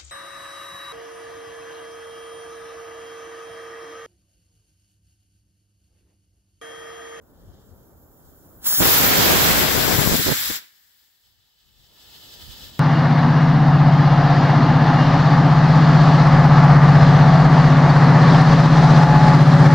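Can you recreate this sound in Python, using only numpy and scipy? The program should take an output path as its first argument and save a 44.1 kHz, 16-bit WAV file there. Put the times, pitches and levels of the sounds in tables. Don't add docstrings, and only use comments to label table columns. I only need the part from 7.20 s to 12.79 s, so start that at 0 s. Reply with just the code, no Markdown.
import sys
import numpy as np
from scipy import signal
from scipy.fft import rfft, irfft, next_fast_len
from scipy.io import wavfile
from scipy.ndimage import uniform_filter1d

SR = 44100
rng = np.random.default_rng(int(sys.argv[2]) if len(sys.argv) > 2 else 0)


def unload_audio(sound):
    columns = np.transpose(np.atleast_2d(sound))
    steps = np.round(np.clip(columns, -1, 1) * 32767)
    wavfile.write(sys.argv[1], SR, steps.astype(np.int16))


N = 246651



def amp(db):
    return 10 ** (np.asarray(db) / 20)


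def in_time(rows, t):
    s, *columns = np.transpose(rows)
    return [np.interp(t, s, c) for c in columns]


def while_on(rows, t):
    since_start_s, to_end_s = t - rows[0][0], rows[-1][0] - t
    return np.clip(np.minimum(since_start_s, to_end_s) / .015 + 1, 0, 1)


def swells(rows, t, fade_db_s):
    s, *peaks = np.transpose(rows)
    coarse_t = t[::64]
    fade = fade_db_s * np.abs(coarse_t - s[:, None])
    return np.array([np.interp(t, coarse_t, np.max(p[:, None] - fade, axis=0)) for p in peaks])


def pair(alike, lag):
    shared, left, right = rng.standard_normal((3, N))
    common = np.array([np.roll(shared, round(lag)), shared])
    own = np.array([left, right])
    return np.sqrt(alike) * common + np.sqrt(1 - alike) * own


def coloured(white, colour, band):
    size = next_fast_len(N)
    hz = np.fft.rfftfreq(size, 1 / SR) + 1
    knots, db = np.transpose(colour)
    outside = np.log2(np.maximum(knots[0] / hz, 1) * np.maximum(hz / knots[-1], 1))
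    gain = amp(np.interp(np.log(hz), np.log(knots), db) - 12 * outside)
    inside = np.sum(gain[(hz > band[0]) & (hz < band[1])] ** 2) / len(hz)
    return irfft(rfft(white, size) * gain, size)[..., :N] / np.sqrt(inside)


def wander(per_s, shape=(1,)):
    points = rng.standard_normal(shape + (2000,))
    at = np.arange(N) / SR * per_s
    whole = at.astype(int)
    mix = np.sin(np.pi / 2 * (at - whole)) ** 2
    return np.sqrt(1 - mix) * points[..., whole] + np.sqrt(mix) * points[..., whole + 1]


def resonance(x, hz, width_hz):
    r, w = np.exp(-np.pi * width_hz / SR), 2 * np.pi * hz / SR
    return signal.lfilter((1 - r * r) / 2 * np.array([1, 0, -1]), [1, -2 * r * np.cos(w), r * r], x)


def ports(x, lifts):
    return np.array([side + sum(share * resonance(side, hz, width_hz) for hz, width_hz, share in own)
                     for side, own in zip(x, lifts)])


SHADE_FROM_HZ = 6600


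def tilted(x, rows, column, pivot_hz, from_hz, patchy_db, shade_db=0):
    hz, t, z = signal.stft(x, SR, nperseg=256)
    octaves = np.log2(np.maximum(hz, from_hz) / pivot_hz)
    patches = uniform_filter1d(rng.standard_normal((len(hz), len(t))), size=12, axis=1)
    patches = uniform_filter1d(patches, size=16, axis=0)
    db = np.outer(octaves, in_time(rows, t)[column]) + patchy_db * patches / patches.std()
    shade = shade_db / 2 * np.log2(np.maximum(hz / SHADE_FROM_HZ, 1))
    sides_db = np.array([shade, -shade])[..., None]
    return signal.istft(z * amp(db + sides_db), SR, nperseg=256)[1][..., :N]


def hiss(rows, colour, alike, lag, flutter_db, flutter_per_s, patchy_db, shade_db):
    t = np.arange(N) / SR
    level_db, _, pan_db = in_time(rows, t)
    noise = coloured(pair(alike, lag), colour, (3000, 7500))
    noise = tilted(noise, rows, 1, 5000, 3000, patchy_db, shade_db)
    sides_db = np.array([pan_db, -pan_db]) / 2
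    return noise * amp(level_db + sides_db + flutter_db * wander(flutter_per_s)) * while_on(rows, t)


# time in seconds, 150-600 Hz level in dB before tilt,
# brightness in dB per octave, left minus right in dB.
TRAFFIC = [(0, -59.5, 1, -1), (.25, -56, -0.5, .2), (1.4, -56.5, 1, .3), (4.4, -55, -2, -2),
           (4.7, -50.5, 1, -2.5), (5.0, -47.5, 1, 0), (5.3, -54, -1, 0), (5.6, -56, -0.5, -1)]
# frequency in Hz, relative density in dB per Hz.
TRAFFIC_COLOUR = [(40, -3), (80, -1), (150, -5), (300, -6), (600, -11.5), (1000, -19), (1500, -22.5),
                  (2000, -39), (2500, -43)]
# time in seconds, left level in dB, right level in dB.
BREEZE = [(0, -71, -63), (1.45, -66.5, -65), (3.6, -61, -59), (4.4, -59, -55.5), (5.6, -59, -57)]
# time in seconds, left peak in dB, right peak in dB.
GUSTS = [(0.29, -44, -50), (0.52, -47.5, -61), (0.62, -60, -57), (0.76, -59, -56), (1.07, -54, -66),
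         (1.38, -58, -63), (3.82, -58, -45.5), (4.1, -57, -39), (4.2, -38.5, -54), (4.47, -33, -49),
         (4.61, -34, -47), (4.88, -52, -46), (5.03, -54, -50), (5.17, -47, -54), (5.28, -57, -40),
         (5.45, -46.5, -50)]
BREEZE_HZ = (45, 90)
TRAFFIC_LIKENESS, GUST_FADE_DB_S = 0.61, 140


def yard():
    t = np.arange(N) / SR
    level_db, _, pan_db = in_time(TRAFFIC, t)
    rumble = coloured(pair(TRAFFIC_LIKENESS, 3.2), TRAFFIC_COLOUR, (150, 600))
    rumble = tilted(rumble, TRAFFIC, 1, pivot_hz=300, from_hz=200, patchy_db=0.44)
    sides_db = np.array([pan_db, -pan_db]) / 2
    traffic = rumble * amp(level_db + sides_db + .8 * wander(7.0))
    lumps = coloured(pair(0.42, 0), [(hz, 0) for hz in BREEZE_HZ], BREEZE_HZ)
    wind_db = np.maximum(in_time(BREEZE, t), swells(GUSTS, t, GUST_FADE_DB_S))
    return traffic + lumps * amp(wind_db)


# time in seconds, 3-7.5 kHz level in dB before tilt and port lifts,
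# brightness in dB per octave, left minus right in dB.
IGNITER = [(0.02, -76.5, 7.5, 2.5), (0.2, -71.5, 4, 2), (0.365, -66, 0, 1.5), (0.55, -70, 6, 0.5),
           (0.9, -74.5, 10.5, 0.5), (1.06, -68, 7.5, 0), (1.4, -70, 10.5, 1)]
# frequency in Hz, density in dB per Hz.
IGNITER_COLOUR = [(1800, 0), (2200, -16), (2550, -27), (2900, -6), (3200, -1), (4200, -6.5), (5400, -6.5),
                  (6300, -8), (7500, -5), (8600, -20), (9500, -13), (11400, -11.5), (12300, -3.5),
                  (15600, -6)]
# centre in Hz, width in Hz, added share.
NEAR_LIFTS = ([(7300, 1600, -.3), (10700, 940, .4), (12100, 800, -.35), (15200, 1200, 0.46)],
               [(7500, 900, .2), (12300, 900, .2), (10400, 1600, -.2)])


def igniter():
    fizz = hiss(IGNITER, IGNITER_COLOUR, 0.48, 5.0, flutter_db=0.7, flutter_per_s=49, patchy_db=1.0, shade_db=-3.0)
    return ports(fizz, NEAR_LIFTS)


# time in seconds, 3-7.5 kHz level in dB before tilt and port lifts,
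# brightness in dB per octave, left minus right in dB.
BURN = [(1.41, -65, 5.8, -2.6), (1.44, -45.5, 5, 0), (1.468, -8.5, 6.5, 0), (1.495, -6, 8.5, -0.5),
        (1.53, 1, 6, 1), (1.59, 0.5, 7.5, 1.5), (1.62, 6.5, 2.5, 0.5), (1.75, 8.5, 3, 1),
        (1.92, 5, 2.5, -0.5), (2.02, 7.3, 0.5, -1.5), (2.36, 6.5, 1.7, -0.3), (2.45, 3.5, 1, 4),
        (2.95, 3.5, 2, 2.6), (3.1, 2.5, 0.4, 0.2), (3.2, 1, 2, 2), (3.365, -1.5, 0.5, 2.5),
        (3.4, -17, -2, 0), (3.5, -37.5, -4.5, -1)]
# frequency in Hz, density in dB per Hz.
NEAR_COLOUR = [(100, -4), (400, -10.5), (900, -6), (1600, 0), (2500, -9.5), (3300, -0.5), (5000, -3),
               (6200, -6.5), (7500, -5.5), (8400, -17.5), (10300, -8.5), (11300, -7), (13000, -1),
               (15600, -2)]
BURN_COLOUR = [(200, -11.5), (500, -16), (900, -8.5), (1600, 0.0), (2200, -2), (2700, -4), (3300, -0.5),
               (5000, -3.0), (6200, -6.5), (7800, -4.5), (9000, -18), (10500, -11.5), (12500, -3.5),
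               (15600, -5.5)]
# centre in Hz, width in Hz, added share.
BURN_LIFTS = ([(10700, 540, .5), (15550, 500, .9)], [(8000, 900, 0.28), (12220, 1100, .55)])
# time in seconds, share both ports hear alike 0-1,
# microphone turned to the far yard 0-1.
TURN = [(1.4, 0.94, 0), (1.59, 1, 0), (1.64, 0.34, 0.1), (1.9, 0, 0.12), (2.4, 0.13, 0.96),
        (3.0, 0.3, 0.98), (3.2, 0.38, 0.96)]


def burn():
    alike, turned = in_time(TURN, np.arange(N) / SR)
    near = hiss(BURN, NEAR_COLOUR, alike, 5.0, flutter_db=.3, flutter_per_s=20, patchy_db=1.5, shade_db=-1.0)
    far = hiss(BURN, BURN_COLOUR, alike, -24.0, flutter_db=0.25, flutter_per_s=20, patchy_db=1.37, shade_db=2.5)
    near, far = ports(near, NEAR_LIFTS), ports(far, BURN_LIFTS)
    return np.sqrt(1 - turned) * near + np.sqrt(turned) * far


# start level in dB before the band boost, t60 in seconds.
TAILS = [(-7.5, 0.21), (-27.5, 2.7)]
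ECHO_HZ, ECHO_WIDTH_HZ, ECHO_BOOST = 1798, 460, 1.2


def echoes(x):
    t = np.arange(3 * SR) / SR
    decay = sum(amp(db - 60 * t / t60) for db, t60 in TAILS) * (t > .012)
    response = rng.standard_normal((2, len(t))) * decay / np.sqrt(SR)
    tail = signal.fftconvolve(x, response, axes=1)[:, :N]
    return tail + ECHO_BOOST * resonance(tail, ECHO_HZ, ECHO_WIDTH_HZ)


# time in seconds, left level in dB, right level in dB.
BLAST = [(1.585, -1, -16), (1.6, -6, -4), (1.63, 10, 11), (1.7, 3, 3.5), (2.0, 6, 6), (2.3, 6.5, 7.5),
         (2.55, 7, 0.5), (2.76, 8.5, 2), (2.83, 9.5, -16), (3.01, 5.5, -7), (3.035, -15, -9),
         (3.11, 0.5, 7), (3.2, -23, -22), (3.38, -30, -30)]
# time in seconds, left peak in dB, right peak in dB.
SURGES = [(1.617, 8, 12.5), (2.88, 14.5, -12), (2.925, 7, 10.5), (3.085, 4, 13.5), (3.308, 2, -27)]
SURGE_FADE_DB_S = 500


def stream_db(t):
    return np.maximum(in_time(BLAST, t), swells(SURGES, t, SURGE_FADE_DB_S))


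# time in seconds, brightness in dB per octave, lumpiness in dB.
BLAST_SPEED = [(1.6, -1.5, 6), (1.7, 2.5, 1), (2.3, 1.5, 0), (2.7, 0.57, 1.5), (3.0, -3.5, 4.5),
               (3.35, -2.5, 5)]
# frequency in Hz, density in dB per Hz.
BLAST_COLOUR = [(25, -18.5), (45, -5), (80, -1.5), (150, 0.0), (300, -2), (600, -6), (1200, -11),
                (2500, -15), (6000, -29)]
CORE_DB, EDGE_HZ = 3.5, 120


def blast():
    t = np.arange(N) / SR
    lumpy_db = in_time(BLAST_SPEED, t)[1]
    level_db = stream_db(t)
    beats = amp(lumpy_db * wander(160, (2,)) - np.log(10) / 20 * lumpy_db ** 2)
    noise = coloured(beats * pair(0, 0), BLAST_COLOUR, (100, 700))
    noise = tilted(noise, BLAST_SPEED, 0, pivot_hz=283, from_hz=260, patchy_db=0.97)
    dull = signal.sosfilt(signal.butter(1, EDGE_HZ, fs=SR, output="sos"), noise)
    edge = np.clip((CORE_DB - level_db) / 12, 0, 1)
    return ((1 - edge) * noise + edge * 1.6 * dull) * amp(level_db) * while_on(BLAST, t)


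# peak time in seconds, port (1 left, -1 right),
# peak in dB before the bass cut, width in ms (twice the rise time).
SLAPS = [(1.61, -1, 23.5, 1.2), (1.614, -1, 21.5, 2.6), (1.621, 1, 23.5, 1.3), (1.624, 1, 22, 1.9),
         (1.625, -1, 19, 0.5), (2.875, 1, 24, 2.1), (2.897, 1, 24, 0.88), (2.936, -1, 23, 0.77),
         (2.954, 1, 22, 1.0), (2.995, 1, 20, 1.6), (3.069, -1, 23.5, 0.75), (3.095, -1, 21.5, 0.6),
         (3.104, -1, 19.5, 0.83), (3.301, 1, 6, 2), (3.312, 1, 8.5, 0.99)]
SLAP_CUT_HZ = 80
BREAKUP_S, SMALL_SLAPS = (2.91, 3.16), 20
SMALL_SLAP_DB, SMALL_SLAP_PLUS_MINUS_DB, SMALL_SLAP_MS = 9.5, 5.0, 1.05


def slaps():
    out, t = np.zeros((2, N)), np.arange(441) / SR
    chance, level_db = rng.random((SMALL_SLAPS, 3)), stream_db(np.arange(N) / SR)
    times = np.interp(chance[:, 0], [0, 1], BREAKUP_S)
    sides = (chance[:, 1] < .5).astype(int)
    offsets_db = SMALL_SLAP_DB + SMALL_SLAP_PLUS_MINUS_DB * (2 * chance[:, 2] - 1)
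    peaks_db = level_db[sides, (times * SR).astype(int)] + offsets_db
    small = [(s, 1 - 2 * side, db, SMALL_SLAP_MS) for s, side, db in zip(times, sides, peaks_db)]
    every = list(SLAPS) + small
    signs = rng.choice([-1, 1], len(every))
    for (s, port, peak_db, width_ms), sign in zip(every, signs):
        rise_s = width_ms / 1000 / 2
        push = t / rise_s * np.exp(1 - t / rise_s)
        at = round((s - rise_s) * SR)
        out[int(port < 0), at:at + len(t)] += sign * amp(peak_db) * push
    return signal.sosfilt(signal.butter(2, SLAP_CUT_HZ, "high", fs=SR, output="sos"), out)


# time in seconds, 3-7.5 kHz level in dB before tilt, sputters, echo and port lifts,
# brightness in dB per octave, left minus right in dB.
SMOULDER = [(3.42, -35.5, 5.5, 1.8), (3.5, -35, -1, 1.9), (3.63, -39.5, 1.8, 3), (3.9, -39, 0.5, 2.5),
            (4.15, -41, -3, 1.3), (4.7, -39.5, -3, 1.54), (4.9, -38, -3.3, 1.7), (5.1, -42.5, -2.5, 0.7),
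            (5.6, -52.5, -3.5, 1.5)]
# frequency in Hz, density in dB per Hz.
SMOULDER_COLOUR = [(700, -6.5), (1300, -9), (1900, -5.5), (2300, -13.5), (3000, 1), (3800, 1), (5000, 0.4),
                   (6000, -6.5), (7800, -2), (9200, -14.5), (10200, -11.5), (12200, 1.3), (13400, -1.5),
                   (15600, 3)]
# centre in Hz, width in Hz, added share.
SMOULDER_LIFTS = ([(5140, 610, 0.49), (15800, 500, 0.81)], [(3540, 810, 0.48), (12300, 1300, .3)])
# time in seconds, level added in dB.
SPUTTERS = [(5.14, 4), (5.22, 4.5), (5.32, 3.5), (5.44, 4.5)]
SPUTTER_FADE_DB_S = 110
WALL_ECHO_S, WALL_ECHO_SHARE = .00232, 0.35


def smoulder():
    x = hiss(SMOULDER, SMOULDER_COLOUR, 0.29, -1.4, flutter_db=1.0, flutter_per_s=23, patchy_db=0.8, shade_db=2.5)
    added_db = np.maximum(swells(SPUTTERS, np.arange(N) / SR, SPUTTER_FADE_DB_S), 0)
    x = x * amp(added_db)
    echo = np.pad(x, ((0, 0), (round(WALL_ECHO_S * SR), 0)))[:, :N]
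    return ports(x + WALL_ECHO_SHARE * echo, SMOULDER_LIFTS)


def scene():
    jet = burn()
    return yard() + igniter() + jet + echoes(jet) + blast() + slaps() + smoulder()


CUT_DB, THRESHOLD_DB, CUT_DB_PER_DB = 28.5, -25, 4.0
ATTACK_S, HOLD_S, RELEASE_DB_S = 0.023, 0.96, 28.5
CUTOFF_HZ = 15730


def record(dry):
    t = np.arange(N) / SR
    dry = dry - .3 * resonance(dry, hz=14700, width_hz=2500)
    level_db = 10 * np.log10(uniform_filter1d(np.mean(dry ** 2, axis=0), size=441) + 1e-12)
    wanted_db = np.clip(CUT_DB_PER_DB * (level_db - THRESHOLD_DB), 0, CUT_DB)
    held_db = wanted_db * (1 + HOLD_S * RELEASE_DB_S / CUT_DB)
    falling_db = np.maximum.accumulate(held_db + RELEASE_DB_S * t) - RELEASE_DB_S * t
    cut_db = np.minimum(falling_db, CUT_DB)
    r = np.exp(-1 / (ATTACK_S * SR))
    wet = dry * amp(-signal.lfilter([1 - r], [1, -r], cut_db))
    rounded = .95 * np.tanh(wet / .95)
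    return signal.sosfilt(signal.ellip(14, .3, 75, CUTOFF_HZ, fs=SR, output="sos"), rounded)


dry = scene()
out = record(dry)
unload_audio(out)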